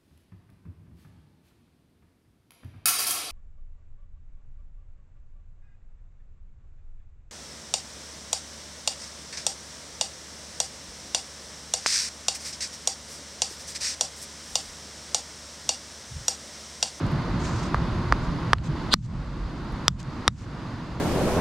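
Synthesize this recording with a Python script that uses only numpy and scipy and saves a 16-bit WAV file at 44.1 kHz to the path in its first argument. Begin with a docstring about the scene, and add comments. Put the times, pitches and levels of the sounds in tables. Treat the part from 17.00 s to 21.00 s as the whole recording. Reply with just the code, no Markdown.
"""A rocky shore, with a stereo microphone close to a stone nodule held in the hand.
A steel hammer strikes it six times, gently at first and then hard: a knock, a gritty crack and a thud
in the palm, with short reflections off the boulders. Surf hisses behind, wind rumbles on the microphone
and a waterproof sleeve rustles. The hard blows overload the recorder, whose limiter pushes the surf
down and lets it swell back."""
import sys
import numpy as np
from scipy import signal
from scipy.io import wavfile
from scipy.ndimage import uniform_filter1d, minimum_filter1d

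SR = 44100
rng = np.random.default_rng(int(sys.argv[2]) if len(sys.argv) > 2 else 0)


def pcm_store(signal):
    """Save signal as 16-bit PCM."""
    levels = np.round(np.clip(np.atleast_2d(signal), -1, 1) * 32767)
    wavfile.write(sys.argv[1], SR, levels.astype(np.int16).T)


N = 176400
TIME = np.arange(N) / SR


def from_db(db):
    """Decibels to gain."""
    return 10 ** (np.asarray(db) / 20)


def rms_one(x):
    """Scale to rms 1."""
    return x / np.sqrt(np.mean(x ** 2) + 1e-20)


def at_hz(points, hz):
    """Read a curve on a log-frequency axis."""
    freqs, values = np.transpose(points)
    return np.interp(np.log(hz), np.log(freqs), values)


def panned(x, pan_db):
    """Place a sound with the left channel pan_db above the right."""
    return x * from_db([[pan_db / 2], [-pan_db / 2]])


def filtered(x, hz, kind, order=2):
    """Butterworth filter."""
    sos = signal.butter(order, np.clip(hz, 10, .45 * SR), kind, fs=SR, output="sos")
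    return signal.sosfilt(sos, x)


def add(out, start_s, x):
    """Mix a short sound in at its time."""
    i = int(start_s * SR)
    out[:, i:i + x.shape[-1]] += x[..., :N - i]


def drift(rate_hz):
    """A smooth random wander of rms about 1, mostly slower than rate_hz."""
    step, settle = 40, 2000
    pole = np.exp(-2 * np.pi * rate_hz * step / SR)
    white = rng.standard_normal(N // step + settle + 2)
    slow = signal.lfilter([1], [1, -2 * pole, pole * pole], white)[settle:]
    return np.interp(np.arange(N) / step, np.arange(len(slow)), rms_one(slow))


def swells(rows):
    """A rounded rise and fall of gain for each row."""
    return sum(from_db(db) * np.abs(np.sin(np.pi * np.clip((TIME - start_s) / length_s, 0, 1))) ** 0.63
               for start_s, length_s, db in rows)


def banded_noise(spectrum, flicker_db):
    """Stereo noise of rms 1 in 16 bands, each with its own level, flicker and width."""
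    # The image is narrow in the bass, wider on top. Each row: frequency in Hz, left-right correlation.
    correlation = [(30, 0.8), (70, 1), (140, 1), (500, 0.94), (1500, 0.88), (5000, 0.63), (12000, 0.66)]
    edges = np.geomspace(spectrum[0][0], spectrum[-1][0], 17)
    white = rng.standard_normal((2, 2, N))
    out = 0
    for k, band in enumerate(zip(edges, edges[1:])):
        mid, side = filtered(white[k % 2], band, "band")
        hz = np.sqrt(band[0] * band[1])
        alike = at_hz(correlation, hz)
        gain = from_db(at_hz(spectrum, hz) + flicker_db * drift(12.2))
        out = out + gain * (np.sqrt(1 + alike) * mid + np.sqrt(1 - alike) * side * [[1], [-1]])
    return rms_one(out)


def surf():
    """Surf in the background: an even wash whose level moves slowly."""
    # Tone of the surf. Each row: frequency in Hz, relative density in dB.
    spectrum = [(150, -24), (250, 2.5), (386, -10.5), (460, -17), (607, -9.5), (686, -17), (988, -10),
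                (1140, -12.5), (1760, -18.5), (1910, -24.5), (3170, -27), (4340, -27), (7700, -47.5),
                (12300, -63.5), (16000, -65)]
    # Rise and fall of the surf. Each row: time in seconds, level in dB.
    levels = [(0, -32), (.7, -32), (1.45, -33.5), (1.85, -33), (2.3, -40), (2.8, -36.5), (3.2, -36),
              (4, -38.5)]
    return from_db(np.interp(TIME, *np.transpose(levels))) * banded_noise(spectrum, flicker_db=-0.02)


def wind():
    """Wind on the microphone: a lumpy rumble with a few deep buffets."""
    # Tone of the rumble. Each row: frequency in Hz, relative density in dB.
    spectrum = [(20, -8.5), (40, 2), (70, 2), (100, 1.5), (150, 7), (220, -13), (320, -9.5), (500, -40),
                (1000, -70)]
    # Strength of the rumble. Each row: time in seconds, level in dB.
    levels = [(0, -26.5), (.6, -27), (1.1, -26.5), (1.7, -28.5), (2.2, -35), (2.45, -34.5), (2.7, -32),
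              (3.4, -37), (4, -34.5)]
    # Gusts hitting the microphone. Each row: start in seconds, length in seconds, level in dB.
    gusts = [(1.09, 0.071, -23), (2.12, 0.32, -33.5), (2.38, 0.11, -28.5)]
    rumble = from_db(np.interp(TIME, *np.transpose(levels))) * banded_noise(spectrum, flicker_db=3.0)
    buffets = swells(gusts) * rms_one(filtered(rng.standard_normal(N), (40, 56.4), "band"))
    return rumble + buffets


def sleeve():
    """Waterproof cloth slides and crinkles in short swells as the arm moves."""
    # Moves of the arm. Each row: start in seconds, length in seconds, level in dB.
    rustles = [(.39, 0.14, -43), (0.51, 0.19, -44), (1.218, 0.061, -52), (1.63, 0.055, -42),
               (2.013, 0.057, -36), (2.985, 0.037, -38), (3.32, 0.14, -43)]
    # Tone of the cloth. Each row: frequency in Hz, relative density in dB.
    spectrum = [(1500, -9), (3500, -12.5), (5500, -11.5), (7500, -12.5), (9500, -36), (15000, -44)]
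    crinkle = from_db(1.5 * drift(rate_hz=44))
    return swells(rustles) * crinkle * banded_noise(spectrum, flicker_db=1)


def ticks():
    """Tiny dry bursts of grit and cloth around the blows."""
    # Single ticks. Each row: start in seconds, gain in dB, pitch in Hz.
    events = [(.066, -36, 6900), (.118, -44, 10000), (1.555, -20, 2300), (1.584, -2.5, 2750),
              (2.06, -22, 5000), (2.725, -47, 9500), (3.002, -19, 5600), (3.0295, -23.5, 5400)]
    decay_s = .0008
    out, t = np.zeros((2, N)), TIME[:SR // 20]
    for start_s, db, hz in events:
        burst = rng.standard_normal(len(t)) * np.exp(-t / decay_s)
        add(out, start_s, from_db(db) * filtered(burst, (.72 * hz, 1.3 * hz), "band"))
    return out


def boulders(x):
    """Short diffuse reflections from the rocks around the microphone."""
    # Near and far scatter. Each row: level in dB, 60 dB decay in seconds, treble corner in Hz.
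    scatter = [(-22, .024, 3500), (-40, .15, 5000)]
    first_echo_s, width = .002, .3
    t, out = TIME[:len(x)], 0
    for db, t60, top_hz in scatter:
        mid, side = filtered(rng.standard_normal((2, len(t))), top_hz, "low", order=1)
        fade = from_db(-60 * t / t60) * (t > first_echo_s)
        echo = (mid + width * side * [[1], [-1]]) * fade / np.sqrt(np.sum(fade ** 2))
        out = out + from_db(db) * signal.fftconvolve(x[None], echo, axes=1)[:, :len(x)]
    return out


def rasp():
    """A gritty noise that swells quickly and ends in the hardest blow."""
    # Tone of the rasp. Each row: frequency in Hz, relative density in dB.
    spectrum = [(700, -14), (1300, -9), (2700, -17), (3400, -4), (4200, 4), (4800, -24), (6000, -17),
                (8500, -17)]
    end_s, rise_s, level_db = 1.939, .017, -14.5
    ahead_s = end_s - TIME
    rise = np.exp(-(ahead_s / rise_s) ** 2) * (ahead_s > 0)
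    grain = from_db(level_db + 2 * drift(rate_hz=150))
    return grain * rise * banded_noise(spectrum, flicker_db=5.5)


def struck(modes, scale=1):
    """Dying sines, varied in strength and tuning because each blow lands on another spot."""
    spread_db, detune = 1.2, .012
    t, out = TIME[:SR // 10], 0
    for freq, db, t60 in modes:
        strength, tuning = rng.normal(size=2)
        hz = freq * scale * (1 + detune * tuning)
        out = out + from_db(db + spread_db * strength - 60 * t / t60) * np.sin(2 * np.pi * hz * t)
    return out


def knock(db, hz):
    """Hammer face on stone: a harder blow is a shorter contact, so its knock is brighter."""
    # Modes of the knock. Each row: multiple of the pitch, relative level in dB, 60 dB decay in seconds.
    modes = [(.38, -12, 0.0066), (1, -1.5, 0.0079), (1.38, -2, 0.0052)]
    soft_top_hz, db_per_octave = 1550, 14.5
    top_hz = soft_top_hz * 2 ** (db / db_per_octave)
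    body = filtered(struck(modes, scale=hz), 483, "high")
    return from_db(db) * filtered(body, top_hz, "low")


def crush():
    """A few milliseconds of grit crumbling under the hammer face."""
    level_db, t60 = -5, 0.006
    t = TIME[:SR // 10]
    grit = rms_one(filtered(rng.standard_normal(len(t)), (3700, 6300), "band"))
    return grit * from_db(level_db - 60 * t / t60)


def crack(db, hz):
    """The stone's own snap, pitched by the spot that is hit, with ringing steel and crushed grit."""
    # Ring of the head. Each row: frequency in Hz, relative level in dB, 60 dB decay in seconds.
    steel_modes = [(4750, -1.5, .0035), (5500, -6, 0.012), (7200, -11, .0028), (10600, -15, .002),
                   (14100, -23.5, 0.0018)]
    snap_db, snap_t60 = 2, 0.0054
    snap = struck([(hz, snap_db, snap_t60)])
    return from_db(db) * filtered(snap + struck(steel_modes) + crush(), 3030, "high", order=3)


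def thud(db):
    """The stone is driven into the palm with a low, damped bump."""
    # Stone in the hand. Each row: frequency in Hz, relative level in dB, 60 dB decay in seconds.
    modes = [(100, -2, .026), (270, -2, 0.019)]
    return from_db(db) * struck(modes)


def hammer():
    """Close blows of steel on stone: each is a clack, echoed by the rocks, and a thud in the hand."""
    # The six blows. Each row: start in seconds, knock gain in dB, knock pitch in Hz, crack gain in dB,
    # crack pitch in Hz, treble corner of the contact in Hz, thud gain in dB, left over right in dB.
    blows = [(0.7448, -3.5, 1170, -32.5, 4430, 14000, -17, -2),
             (1.1240, 1.5, 1260, -22.5, 4800, 8000, -10.5, -3.5),
             (1.5325, 17, 1210, 5.5, 3430, 5000, -10, -2.5), (1.9395, 29.5, 1240, 29, 4310, 11000, -7, 2),
             (2.8811, 13, 1324, 16.5, 3510, 13800, -15, -1), (3.279, 24, 1267, 20.5, 3900, 7950, -10, 2)]
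    out = np.zeros((2, N))
    for start_s, knock_db, knock_hz, crack_db, crack_hz, contact_hz, thud_db, pan_db in blows:
        clack = filtered(knock(knock_db, knock_hz) + crack(crack_db, crack_hz), contact_hz, "low")
        add(out, start_s, panned(clack + thud(thud_db), pan_db) + boulders(clack))
    return out


def scene():
    """Hammering close to the microphone, the shore behind."""
    left_lag_s = 2.3e-5  # the blows reach the left microphone port a little later
    left, right = hammer()
    blows = np.array([np.interp(TIME - left_lag_s, TIME, left), right])
    return blows + rasp() + ticks() + sleeve() + panned(surf() + wind(), pan_db=-1)


def limited(x, ceiling_db, hold_s, release_s):
    """Stereo-linked limiter: gain drops just ahead of a peak, holds, then recovers."""
    look_ahead_s = 0.0016
    ahead, hold = int(look_ahead_s * SR) + 1, int(hold_s * SR) + 1
    peak_db = 20 * np.log10(np.abs(x).max(axis=0) + 1e-9)
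    over_db = np.maximum(peak_db - ceiling_db, 1e-9)
    held_db = -minimum_filter1d(-over_db, hold, origin=(hold - 1) // 2)
    # The cut dies away exponentially until a new peak tops it.
    cut_db = np.exp(np.maximum.accumulate(np.log(held_db) + TIME / release_s) - TIME / release_s)
    early_cut_db = np.pad(cut_db, (0, ahead // 2), "edge")[ahead // 2:]
    return x * from_db(-uniform_filter1d(early_cut_db, ahead))


def record(dry):
    """The recorder limits bass and treble apart, adds a faint hiss, clips peaks and cuts the top."""
    # The recorder's own hiss. Each row: frequency in Hz, relative density in dB.
    hiss_spectrum = [(1000, -11), (4000, -0.5), (7500, 1), (11000, -28), (16000, -45)]
    split_hz, cutoff_hz = 207, 16800
    bass = filtered(dry, split_hz, "low", order=5)
    bass = limited(bass, ceiling_db=-15.5, hold_s=0.006, release_s=0.01)
    treble = filtered(dry, split_hz, "high", order=5)
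    treble = limited(treble, ceiling_db=4.7, hold_s=0.069, release_s=0.079)
    hiss = from_db(-67.5) * banded_noise(hiss_spectrum, flicker_db=0)
    clipped = .95 * np.clip(bass + treble + hiss, -1, 1)
    return signal.sosfilt(signal.ellip(8, .1, 70, cutoff_hz, fs=SR, output="sos"), clipped)


dry = scene()
out = record(dry)
pcm_store(out)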